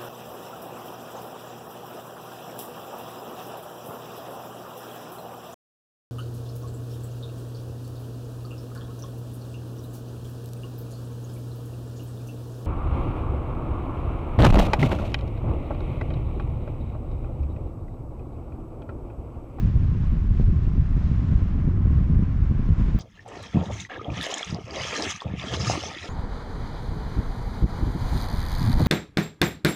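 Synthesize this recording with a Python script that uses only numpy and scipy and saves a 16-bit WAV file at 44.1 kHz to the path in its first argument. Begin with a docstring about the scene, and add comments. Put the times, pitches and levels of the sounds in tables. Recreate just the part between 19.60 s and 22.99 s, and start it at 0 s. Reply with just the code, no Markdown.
"""Wind turbulence on a bare microphone carried through the air high above the ground: a lumpy rumble.
Filtered noise in bands makes the rumble; filtered pulses make short, brighter buffets from strong eddies.
Air streaming past housing, lines and clothing adds a smooth hiss of coloured noise,
with a resonator giving it a soft hollow band near 1 kHz."""
import sys
import numpy as np
from scipy import signal
from scipy.fft import rfft, irfft, next_fast_len
from scipy.io import wavfile
from scipy.ndimage import uniform_filter1d, minimum_filter1d

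SR = 44100
rng = np.random.default_rng(int(sys.argv[2]) if len(sys.argv) > 2 else 0)


def dump_mix(stems):
    """Bounce the given channels to the path in sys.argv[1] as a 16-bit WAV at rate SR."""
    frames = np.atleast_2d(stems).T  # one column per channel
    limited = np.clip(frames, -1, 1)  # hard clip at full scale
    pcm = np.round(limited * 32767).astype(np.int16)
    wavfile.write(sys.argv[1], SR, pcm)


N = 149499


def from_db(db):
    """Decibels to an amplitude factor."""
    return 10 ** (np.asarray(db) / 20)


def rms_one(x):
    """Scale a sound to an rms of 1."""
    return x / np.sqrt(np.mean(x ** 2) + 1e-20)


def in_time(rows):
    """Draw each column of a time table as a curve over the whole sound."""
    s, *columns = np.transpose(rows)
    return [np.interp(np.arange(N) / SR, s, c) for c in columns]


def drift(rate_hz):
    """Random wander with an rms of 1: noise through two equal low-pass poles at rate_hz."""
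    step = 40   # samples between the points of the wander
    r = np.exp(-2 * np.pi * rate_hz * step / SR)
    noise = rng.standard_normal(N // step + 2002)
    slow = signal.lfilter([1], [1, -2 * r, r * r], noise)[2000:]   # drop the filter's start-up
    return np.interp(np.arange(N) / step, np.arange(len(slow)), rms_one(slow))


def bands(spectrum):
    """Yield (centre Hz, sound): overlapping bands, half an octave apart, of coloured noise with rms 1."""
    size = next_fast_len(N)
    hz = np.maximum(np.arange(size // 2 + 1) * SR / size, 1)
    table_hz, table_db = np.transpose(spectrum)
    colour_db = np.interp(np.log(hz), np.log(table_hz), table_db)
    colour = rfft(rng.standard_normal(size)) * from_db(colour_db)
    colour /= np.std(irfft(colour, size))
    for centre in 2 ** np.arange(2, 14.5, .5):
        if table_hz[0] / 2 < centre < table_hz[-1] * 2:
            octaves_away = np.clip(np.log2(hz / centre), -.5, .5)
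            window = np.cos(np.pi * octaves_away) ** 2   # neighbouring windows sum to 1
            yield centre, irfft(colour * window, size)[:N]


def blend(hz, low_hz, high_hz):
    """0 below, 1 above, on a log axis."""
    return np.clip(np.log(hz / low_hz) / np.log(high_hz / low_hz), 0, 1)


def rumble():
    """Pressure swirls on the port: deep bands are evened and follow their level curve in part, upper get lumps."""
    # level curves of the deep and upper rumble; the deep mean sets the base level,
    # otherwise only swings about each mean count: t/s, deep level/dB, upper level/dB
    rumble_level = [(0.02, -24, -27.5), (0.36, -24, -23), (0.52, -9.5, -27.5), (0.56, -28, -31),
                    (0.9, -4.5, -26.5), (0.94, -24.5, -30.5), (0.98, -29.5, -25.5), (1.08, -6, -28),
                    (1.1, -26, -36), (1.17, -28, -32.5), (1.2, -11, -20.5), (1.25, -27, -32.5),
                    (1.5, -16, -25.5), (1.7, -26.5, -29.5), (1.74, -10.5, -21.5), (1.89, -23.5, -31.5),
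                    (2.03, -18, -29.5), (2.09, -13.5, -24.5), (2.14, -19, -29.5), (2.32, -14.5, -21.5),
                    (2.45, -23.5, -29), (2.63, -13.5, -27.5), (2.69, -39.5, -29), (2.74, -19, -27.5),
                    (3.07, -21, -29), (3.1, -18, -17.5), (3.15, -24, -27), (3.19, -8, -30.5),
                    (3.31, -23, -27), (3.37, -22, -24)]
    # swing of the rough top of the rumble: t/s, level/dB
    rough = [(0.0, -38), (0.76, -39.5), (0.88, -35.5), (1.26, -42), (2.04, -38.5), (2.15, -36), (2.47, -36),
             (2.64, -41), (2.84, -39), (3.39, -37)]
    # colour of the rumble: f/Hz, relative level per Hz/dB
    rumble_colour = [(7.1, -32.5), (12, -7.5), (33, 4.5), (88, 0), (173, -10), (250, -18.5), (350, -26.5),
                     (493, -40), (600, -47), (780, -66.5), (1320, -120)]
    split_hz = 52   # centre of the crossover from deep to upper
    lump_db, lumps_hz = 2.5, 25   # small eddies swell the upper rumble together
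    own_db, own_hz = 0.4, 5.7   # and band by band
    even_share, even_s = 0.087, 0.049   # the deep rumble holds steadier than plain noise
    rough_follows = .7   # share of the rough table's swing

    deep_db, upper_db = in_time(rumble_level)
    rough_db, = in_time(rough)
    mean_db = deep_db.mean()
    deep_swing = deep_db - mean_db
    upper_swing = upper_db - upper_db.mean()
    rough_swing = rough_follows * (rough_db - rough_db.mean())
    lumps = lump_db * drift(lumps_hz)
    out = 0
    for hz, band in bands(rumble_colour):
        up = blend(hz, split_hz / 2, split_hz * 2)
        power = uniform_filter1d(band ** 2, int(SR * (even_s + 2 / hz))) / np.mean(band ** 2)
        evened = band * (power + .1) ** (-even_share * (1 - up) / 2)
        # share of the deep curve that a band follows, least in the very lowest
        deep = deep_swing * (0.4 + 0.11 * blend(hz, 20.2, 80.8))
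        top = blend(hz, 130, 190)
        upper = (1 - top) * upper_swing + top * rough_swing
        upper = upper + lumps + own_db * drift(own_hz)
        out = out + evened * from_db(mean_db + (1 - up) * deep + up * upper)
    return out


def buffets():
    """Each eddy is a sudden push of pressure: a dull thump with a brighter edge; strong ones swing back."""
    # strong eddies, each pulse on its own: t/s, thump peak level/dB, bright edge peak level/dB
    strong_eddies = [(0.049, -14.5, -36), (0.099, -23, -29), (0.162, -11.5, -29.5), (0.209, -25, -37),
                     (0.359, -18.5, -42), (0.708, -16, -29), (0.798, -9.5, -17), (0.887, -14, -42),
                     (1.069, -16, -39), (1.177, -13.5, -35), (1.366, -12.5, -35.5), (1.485, -23, -37),
                     (1.513, -12, -33), (1.724, -15, -33), (1.818, -13, -31), (1.987, -19, -36),
                     (2.043, -14, -35.5), (2.076, -8, -36), (2.189, -16.5, -39), (2.256, -9.5, -30.5),
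                     (2.306, -13, -33), (2.39, -19, -36), (2.499, -10.5, -31), (2.534, -15, -35),
                     (2.592, -10.5, -29.5), (2.624, -10, -42), (2.911, -10, -32), (2.993, -11.5, -36),
                     (3.089, -11, -26), (3.198, -12, -28), (3.283, -17, -37), (3.347, -11.5, -36)]
    thump_low_hz, thump_high_hz, edge_high_hz = 30, 204.6, 370   # the edge starts where the thump ends
    echo_s, echo_db, echo_edge_db = .011, -3.5, -12.5   # mean delay and levels of the reversed swing
    # lesser eddies land at random; their edge level is relative to their thump
    small_per_s, small_db, small_spread_db, small_edge_db = 30, -24, 1, -19.5

    pushes = np.zeros((2, N + SR)) + 1e-18   # rows: thump, edge
    lands = rng.random(N) < small_per_s / SR
    small_level = from_db(small_db + small_spread_db * rng.standard_normal(N))
    small = lands * rng.choice([-1, 1], N) * small_level
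    pushes[:, :N] += small * from_db([[0], [small_edge_db]])

    chances = rng.random((len(strong_eddies), 2))
    for (s, db, edge_db), (side, wait) in zip(strong_eddies, chances):
        push = np.sign(side - .5) * from_db([db, edge_db])   # inward or outward by chance
        i = int(s * SR)
        pushes[:, i] += push
        back = i + int(echo_s * (.5 + wait) * SR)
        pushes[:, back] -= push * from_db([echo_db, echo_edge_db])

    out = 0
    lows_hz, highs_hz = (thump_low_hz, thump_high_hz), (thump_high_hz, edge_high_hz)
    for row, low_hz, high_hz in zip(pushes, lows_hz, highs_hz):
        high_pass = signal.butter(1, low_hz, "high", fs=SR, output="sos")
        low_pass = signal.butter(4, high_hz, fs=SR, output="sos")
        shape = np.vstack([high_pass, low_pass])
        single_peak = signal.sosfilt(shape, np.eye(1, SR // 10)[0]).max()
        out = out + signal.sosfilt(shape, row) / single_peak
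    return out[:N]


def hiss():
    """Smooth flow noise whose treble swings on its own curve, plus noise through a cavity resonance."""
    # airflow hiss: t/s, level/dB
    flow = [(0.0, -50.5), (0.15, -52.5), (0.18, -50.5), (0.35, -53), (0.44, -50.5), (0.48, -52),
            (0.79, -53), (0.8, -48.5), (0.82, -52.5), (1.29, -51.5), (1.43, -49.5), (2.12, -49.5),
            (2.13, -50.5), (2.26, -49.5), (2.48, -50.5), (3.16, -49), (3.17, -47), (3.39, -49.5)]
    # treble hiss, of which only the swing against the airflow level counts: t/s, level/dB
    treble = [(0.04, -62.5), (0.06, -62), (0.13, -66), (0.41, -65), (0.43, -64), (0.69, -68), (0.81, -62),
              (0.84, -65.5), (1.35, -66), (1.44, -61.5), (1.6, -64), (1.71, -62.5), (2.2, -70.5),
              (2.27, -66), (2.71, -67.5), (3.18, -63.5), (3.2, -61), (3.34, -62)]
    # colour of the hiss: f/Hz, relative level per Hz/dB
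    hiss_colour = [(320, -37), (550, -2), (923, -5), (1060, -3.5), (1290, -5), (2430, -12.5), (4680, -25),
                   (5190, -24.5), (6840, -30.5), (7500, -33), (8610, -44.5), (11200, -77.5), (18900, -120)]
    hollow_hz, hollow_width_hz, hollow_db = 1056, 72, -9   # level relative to the smooth hiss

    level_db, = in_time(flow)
    treble_db = in_time(treble)[0] - level_db
    treble_swing = treble_db - treble_db.mean()
    flutter = .5 * drift(24)   # dB, all bands together
    out = 0
    for hz, band in bands(hiss_colour):
        swing = blend(hz, 1400, 4000) * treble_swing
        patches = .5 * drift(14.0)   # dB, each band on its own
        out = out + band * from_db(swing + flutter + patches)

    r = np.exp(-np.pi * hollow_width_hz / SR)
    poles = [1, -2 * r * np.cos(2 * np.pi * hollow_hz / SR), r * r]
    hollow = rms_one(signal.lfilter([1, 0, -1], poles, rng.standard_normal(N)))
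    hollow_level = from_db(hollow_db + 0.53 * drift(6.4))
    return from_db(level_db) * (out + hollow_level * hollow)


def scene():
    """Sum rumble, buffets and hiss at the one microphone."""
    return (rumble() + buffets() + hiss())[None]


def record(dry):
    """A gentle limiter holds the tallest swings, the top is cut, faint self-noise remains."""
    limit_db, limit_s, limit_share = -9.5, .012, .5   # threshold, smoothing, share of the excess dB removed
    stop_hz, self_noise_db = 10120, -101   # the top cut is 40 dB deep from stop_hz up

    span = int(limit_s * SR)
    gain = np.minimum(from_db(limit_db) / (np.abs(dry) + 1e-9), 1) ** limit_share
    lowest = minimum_filter1d(gain, span)
    smooth = uniform_filter1d(uniform_filter1d(lowest, span // 2), span // 2)
    held = dry * smooth
    top = signal.cheby2(8, 40, stop_hz, fs=SR, output="sos")
    cut = signal.sosfilt(top, held - held[:, :1]) + held[:, :1]   # starts already settled
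    return cut + from_db(self_noise_db) * rng.standard_normal(dry.shape)


dry = scene()
out = record(dry)
dump_mix(out)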